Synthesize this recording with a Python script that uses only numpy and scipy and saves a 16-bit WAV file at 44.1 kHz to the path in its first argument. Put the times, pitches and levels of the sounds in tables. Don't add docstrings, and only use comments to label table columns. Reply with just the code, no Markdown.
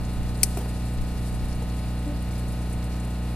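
import sys
import numpy as np
from scipy import signal
from scipy.fft import rfft, irfft
from scipy.io import wavfile
from scipy.ndimage import uniform_filter1d

SR = 44100
rng = np.random.default_rng(int(sys.argv[2]) if len(sys.argv) > 2 else 0)


def invert_db(level):
    return 10 ** (np.asarray(level, dtype=float) / 20)


def put_to_file(sound):
    columns = np.atleast_2d(sound).T
    safe = np.clip(columns, -1, 1)
    whole_steps = np.round(safe * 32767)
    wavfile.write(sys.argv[1], SR, whole_steps.astype(np.int16))


N = 147735
EDGE_HZ = 15300
TIME = np.arange(N) / SR


def read(points, hz):
    f, value = np.transpose(points)
    return np.interp(np.log(hz + 1), np.log(f + 1), value)


def add(mix, s, sound):
    part = mix[:, round(s * SR):][:, :sound.shape[1]]
    part += sound[:, :part.shape[1]]


def sides(db):
    return invert_db(np.array([[db / 2], [-db / 2]]))


def drift(hz, shape):
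    spectrum = rfft(rng.standard_normal(shape + (N // 64 + 2,)))
    bin_hz = np.arange(spectrum.shape[-1]) * SR / N
    slow = irfft(spectrum * np.exp(-(bin_hz / hz) ** 2))
    slow = slow / slow.std(-1, keepdims=True)
    rows = slow.reshape(-1, slow.shape[-1])
    return np.array([np.interp(np.arange(N) / 64, np.arange(len(row)), row) for row in rows])


def noise(gain, same, size=N):
    hz = np.fft.rfftfreq(size, 1 / SR)
    left, other = rfft(rng.standard_normal((2, size)))
    shared = np.clip(same(hz), 0, 1)
    right = shared * left + np.sqrt(1 - shared ** 2) * other
    level = invert_db(gain(hz) - 40 * (hz > EDGE_HZ))
    return irfft(np.array([left, right]) * level, size) * np.sqrt(SR / 2)


def ring(modes, gains, factor=1., rise=.0004):
    t = np.arange(4410) / SR
    hz, db, t60 = np.transpose(modes)[:, :, None]
    envelope = np.minimum(t / rise, 1) * invert_db(db - 60 * t / t60)
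    return gains @ (envelope * np.sin(2 * np.pi * hz * factor * t))


# [f/Hz, likeness]
LIKENESS = [(60, 1.7), (300, .99), (700, 1.05), (1400, 0.94), (3000, 0.74), (6000, -0.3), (15000, -0.1)]


def likeness(hz):
    return read(LIKENESS, hz)


# [f/Hz, level/dB per Hz]
RUMBLE = [(40, -76), (65, -66), (105, -59.5), (128, -60.5), (155, -67.5), (250, -74.5), (430, -76),
          (700, -83.5)]
# [f/Hz, level/dB per Hz]
AIR = [(300, -83), (800, -85.5), (1600, -86.5), (2700, -86.5), (3200, -90.5), (4400, -92), (6000, -100),
       (15300, -101)]
# [f/Hz, level/dB]
LEAF_COLOUR = [(2000, -21.5), (4500, 1.5), (6000, -5.5), (7500, -2.5), (9300, -0.5), (11500, -4.5),
               (14000, -13), (16000, -19)]
PATCH_EDGES = [0, 5200, 7000, 8800, 10500, 12500, 22050]
# [t/s, level/dB]
STIR = [(0.0, -56.5), (0.26, -56.5), (0.48, -54), (0.74, -55.5), (1.61, -55.5), (2.0, -57.5), (2.88, -56.5),
        (3.03, -57), (3.35, -57)]


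def background():
    low = noise(lambda hz: read(RUMBLE + [(3000, -130)], hz) - 40 * (hz < 12), likeness)
    air = noise(lambda hz: read([(60, -120)] + AIR, hz), likeness)
    air = air * invert_db(.8 * drift(34, (1,)))

    leaf_db, swell_db, flicker_db = -91, 0.7, 2
    stir = np.interp(TIME, *np.transpose(STIR)) + 58
    swell = swell_db * drift(5.4, (1,))
    common = 0.61 * drift(48, (1,))
    separate = 0.59 * drift(40, (len(PATCH_EDGES) - 1,))
    patch_db = stir + swell + flicker_db * (common + separate)
    leaf = np.zeros((2, N))
    for lo, hi, db in zip(PATCH_EDGES, PATCH_EDGES[1:], patch_db):
        patch = noise(lambda hz: leaf_db + read(LEAF_COLOUR, hz) - 99 * ((hz < lo) | (hz >= hi)), likeness)
        leaf += patch * invert_db(db)
    return low + air + leaf


# [t/s, level/dB per Hz]
WIND = [(0, -46.5), (.2, -48), (.32, -47), (.5, -53), (.6, -50.5), (.9, -58), (1.01, -37.5), (1.08, -52),
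        (1.4, -47.5), (1.6, -52), (3.35, -60)]


def wind():
    def colour(hz):
        above = -10 * np.log10(1 + (hz / 29.8) ** 6)
        below = -10 * np.log10(1 + (9 / (hz + 1)) ** 4)
        return above + below

    puff = noise(colour, lambda hz: 0.46 + 0 * hz)
    return puff * invert_db(np.interp(TIME, *np.transpose(WIND)) + 3.45 * drift(8.8, (1,)))


# [multiple, level/dB]
LOW_ORDERS = [(1, -19), (2, 0), (3, -19), (4, -5.5), (5, -23.5), (6, -8), (7, -19.5), (8, -13.5), (9, -23),
              (10, -18), (11, -26), (12, -30.5), (13, -29), (14, -31.5), (15, -28), (16, -24), (17, -38),
              (18, -30.5), (19, -29), (20, -27.5), (21, -26.5), (22, -35.5), (23, -28), (24, -37.5),
              (25, -23), (26, -34.5), (27, -35), (28, -34.5), (29, -26), (30, -36)]
# [f/Hz, level/dB rms]
BUZZ = [(990.5, -64), (1050, -60.5), (1260, -57.5), (1443, -63), (1502, -62), (1798, -63.5), (1922, -62.5),
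        (2250, -68), (2702, -64), (2821, -65), (3418, -66), (3720, -67), (3903, -65), (4081, -67),
        (4199, -69), (4323, -66)]
# [f/Hz, level/dB]
FAINT = [(900, -63), (1500, -74.5), (2900, -72), (3100, -88), (4200, -83), (4800, -109)]


def hum():
    stroke_hz, hum_db, odd_db, scatter_db = 30.007, -29.5, -3.5, 3.5
    k = np.arange(1, 161)
    db = read(FAINT, k * stroke_hz) + odd_db * (k % 2) + scatter_db * rng.standard_normal(len(k))
    db[:len(LOW_ORDERS)] = hum_db + np.transpose(LOW_ORDERS)[1]
    buzz_hz, buzz_db = np.transpose(BUZZ)
    db[np.rint(buzz_hz / stroke_hz).astype(int) - 1] = buzz_db
    db[0] -= 8

    knock_s, knock_rad, swing_rad, locked = .0265, 0.61, 1.18, 10
    struck = knock_rad + swing_rad * ((k == 2) * 1. - (k == 4)) + np.pi * (k == 9)
    phase = np.where(k <= locked, struck, 2 * np.pi * rng.random(len(k)))
    turn = np.arange(4096) / 4096
    waves = np.sqrt(2) * invert_db(db)[:, None] * np.cos(2 * np.pi * k[:, None] * turn + phase[:, None])

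    strokes = (TIME - knock_s) * stroke_hz
    groups = [np.interp(strokes, turn, waves[g::4].sum(0), period=1) for g in range(4)]
    wobble = invert_db(0.39 * drift(14, (4,)))
    return (groups * wobble).sum(0) * np.ones((2, 1))


# [t/s, pitch f/Hz, level/dB, octave level/dB]
GROAN = [
    (2.055, 290.5, -55, -60),
    (2.066, 292, -33, -44),
    (2.082, 293, -30.5, -44),
    (2.1, 293, -34, -43),
    (2.122, 293, -35, -40),
    (2.133, 290, -40, -47),
    (2.144, 285, -35, -56),
    (2.156, 272, -38, -62),
    (2.17, 265, -60, -70),
]


def groan():
    s, *columns = np.transpose(GROAN)
    hz, db, octave_db = (np.interp(TIME, s, column) for column in columns)
    gate = np.interp(TIME, [s[0] - .01, s[0], s[-1], s[-1] + .01], [0, 1, 1, 0])
    pitch = (np.arange(N) >= s[0] * SR) * (hz + 1.5 * drift(40, (1,))[0])
    turn = 2 * np.pi * np.cumsum(pitch) / SR - .2
    rough = invert_db(1.4 * drift(60, (1,))[0])
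    return gate * rough * (invert_db(db) * np.cos(turn) + invert_db(octave_db) * np.cos(2 * turn))


# [t/s, level/dB, f/Hz]
TWIGS = [
    (2.308, -47, 4750),
    (2.354, -46, 4900),
    (2.528, -48, 5000),
    (1.52, -47, 5200),
]


def twigs():
    out = np.zeros((2, N))
    t60 = .04
    for s, db, hz in TWIGS:
        modes = [(hz, db, t60), (1.08 * hz, db - 3, t60)]
        add(out, s, ring(modes, np.array([[1, 1], [1, -.5]])))
    return out


def burst(db, rise, t60, focus_hz, narrow_db=14):
    def colour(hz):
        return read(LEAF_COLOUR, hz) - 36 - narrow_db * np.log2((hz + 1) / focus_hz) ** 2

    t = np.arange(6000) / SR
    hiss = noise(colour, likeness, size=6000)
    grain = uniform_filter1d(rng.standard_normal(6000), size=64) * 8
    return hiss * np.minimum(t / rise, 1) * invert_db(db - 60 * t / t60 + 3 * grain)


# [t/s, peak level/dB, strongest f/Hz, t60/s]
BRUSHES = [(0.0354, -44, 4820, 0.06), (0.0504, -39, 7070, 0.06), (0.1306, -38.5, 10800, 0.054),
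           (0.2299, -40, 7110, 0.06), (0.2974, -43, 8820, 0.06), (0.374, -37, 9690, 0.06),
           (0.6908, -38, 8140, 0.065), (0.7984, -43, 9130, 0.06), (0.8859, -40, 8220, 0.06),
           (0.9374, -41, 9510, 0.06), (0.9857, -42, 4500, 0.06), (1.0124, -42, 9120, 0.06),
           (1.0474, -44, 5050, 0.06), (1.2894, -42, 10200, 0.054), (1.3428, -38.5, 8900, 0.064),
           (1.3944, -40, 4500, 0.06), (1.4544, -43, 9150, 0.06), (1.4844, -42, 8770, 0.06),
           (1.5284, -39, 5310, 0.06), (1.5494, -40, 9200, 0.06), (1.6242, -41, 7550, 0.06),
           (1.6994, -43, 4510, 0.06), (1.7694, -40, 8320, 0.06), (1.8874, -44, 4640, 0.06),
           (1.9929, -40.5, 8220, 0.06), (2.0774, -42, 8300, 0.06), (2.1914, -44, 4650, 0.06),
           (2.2233, -39.5, 11200, 0.06), (2.3094, -42, 7320, 0.06), (2.3364, -42, 7560, 0.06),
           (2.3544, -39, 4850, 0.066), (2.3797, -41, 9720, 0.06), (2.3944, -39, 10400, 0.06),
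           (2.4294, -43, 4500, 0.06), (2.4828, -39, 8730, 0.06), (2.5232, -38, 11600, 0.06),
           (2.588, -44, 8190, 0.06), (2.6204, -44, 9390, 0.055), (2.6594, -47, 10000, 0.06),
           (2.6994, -41, 9880, 0.068), (2.7267, -35, 9120, 0.067), (2.8274, -41, 4900, 0.06),
           (2.8424, -39, 9360, 0.068), (2.9377, -40, 5170, 0.06), (3.0004, -39.5, 7380, 0.071),
           (3.0495, -38.5, 8920, 0.06), (3.0744, -43, 9940, 0.06)]


def leaves():
    out = np.zeros((2, N))
    rise_s = .002
    for s, db, focus_hz, t60 in BRUSHES:
        add(out, s - rise_s, sides(1.5) * burst(db - 3.5, rise_s, t60, focus_hz, narrow_db=24))
    return out


def tick(db):
    t = np.arange(2000) / SR
    snap = rng.standard_normal(2000) + 1.1 * rng.standard_normal((2, 2000))
    return snap * np.minimum(t * 600, 1) * invert_db(db - 60 * t / 0.05)


# [f/Hz, level/dB, t60/s]
TUB = [(385, 0, 0.05), (700, 0.5, .035), (854, -7, 0.022), (1350, -9, 0.025), (2460, -11, 0.025)]
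# [t/s, level/dB, pitch factor, rustle level/dB]
DROPS = [
    (.5713, -25, 1, -37),
    (.586, -32, 0.92, -42),
    (.605, -35, 1.3, -48),
    (.613, -34, 1.25, -46),
    (.625, -38, 1.2, -52),
    (.6578, -33, 1.1, -53),
    (1.62, -34, 1.27, -50),
]


def fruit():
    out = np.zeros((2, N))
    for s, db, factor, rustle_db in DROPS:
        add(out, s, invert_db(db) * ring(TUB, -np.ones((2, len(TUB))), factor, rise=.0009))
        add(out, s - .002, burst(rustle_db, 0.0048, 0.07, 9200))
        add(out, s + .001, tick(rustle_db))
    return out


# [t/s, level/dB, strongest f/Hz, left minus right level/dB]
CONTACTS = [(0.4305, -8.5, 10300, 11), (.4325, 1, 8570, 7.5), (0.4323, -3, 2650, -3),
            (.4331, 0.5, 10100, 2.5), (.4330, -9.5, 4750, 3), (0.4362, -23, 2050, 6), (.4359, -3, 8300, -2),
            (.4358, -8, 12600, 5), (.4362, -8, 4950, 0), (0.4368, -8, 6500, 4), (.4386, -13, 9900, 9),
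            (0.4402, -17, 7100, -2), (0.442, -16, 9500, 0), (0.4457, -27, 5360, -1)]
# [f/Hz, t60/s, level/dB at any contact]
BLADES = [(1950, .014, -16), (2400, .01, -7), (3050, .008, -8), (4550, .011, 0), (4900, .008, 0),
          (5250, .008, -2), (6100, .011, 3), (6930, .01, 3), (7900, .007, 0), (8640, .008, 2),
          (9400, .007, 0), (10230, .009, 2), (11600, .007, 4), (13300, .006, 5)]


def shears():
    snip_db, scatter_db, focus_octaves, spread_db, detune = -9, 1, 0.16, -15.5, 0.01
    out = np.zeros((2, N))
    hz, t60, open_db = np.transpose(BLADES)
    luck = rng.standard_normal((len(CONTACTS), 4, len(BLADES)))
    for (s, db, focus_hz, pan_db), (sign, bend, *scatter) in zip(CONTACTS, luck):
        focus = invert_db(-6 * (np.log2(hz / focus_hz) / focus_octaves) ** 2)
        reach = focus + invert_db(spread_db + open_db)
        gains = np.sign(sign) * reach * invert_db(snip_db + db + scatter_db * np.array(scatter))
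        modes = np.transpose([hz * (1 + detune * bend), 0 * hz, t60])
        add(out, s, sides(pan_db) * ring(modes, gains))

    echo_db, echo_t60 = -11, 0.055
    t = np.arange(SR // 8) / SR
    envelope = np.minimum(t / 0.0017, 1) * invert_db(echo_db - 60 * t / echo_t60)
    tail = rng.standard_normal((2, len(t))) * envelope / np.sqrt(echo_t60 * SR / 14)
    out = out + signal.fftconvolve(out, tail, axes=1)[:, :N]

    far = burst(-38, .012, 0.4, 10200)
    clack = invert_db(-36.5) * ring(TUB, np.ones((2, len(TUB))), 1.1)
    add(out, CONTACTS[1][0], far + np.pad(clack, ((0, 0), (0, 1590))))
    return out


def scene():
    return background() + wind() + hum() + groan() + twigs() + leaves() + fruit() + shears()


def band_limit(x):
    return signal.sosfilt(signal.butter(12, 15340, fs=SR, output="sos"), x)


# [f/Hz, level/dB]
TILT = [(60, -0.5), (130, -0.5), (290, 0.5), (640, -0.5), (1410, 2), (3100, 0), (6820, 2.5), (15000, 5)]


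def record(dry):
    hz = np.fft.rfftfreq(N, 1 / SR)
    lag_s = .00004
    phase = .045 + np.pi * lag_s * hz / (1 + (hz / 10500) ** 4)
    port = invert_db(read(TILT, hz) / 2) * np.exp(1j * phase)
    mix = irfft(rfft(dry) * np.array([port, 1 / port]) * invert_db(-24 * (hz > EDGE_HZ)), N)
    return band_limit(np.clip(mix, -1, 1))


dry = scene()
out = record(dry)
put_to_file(out)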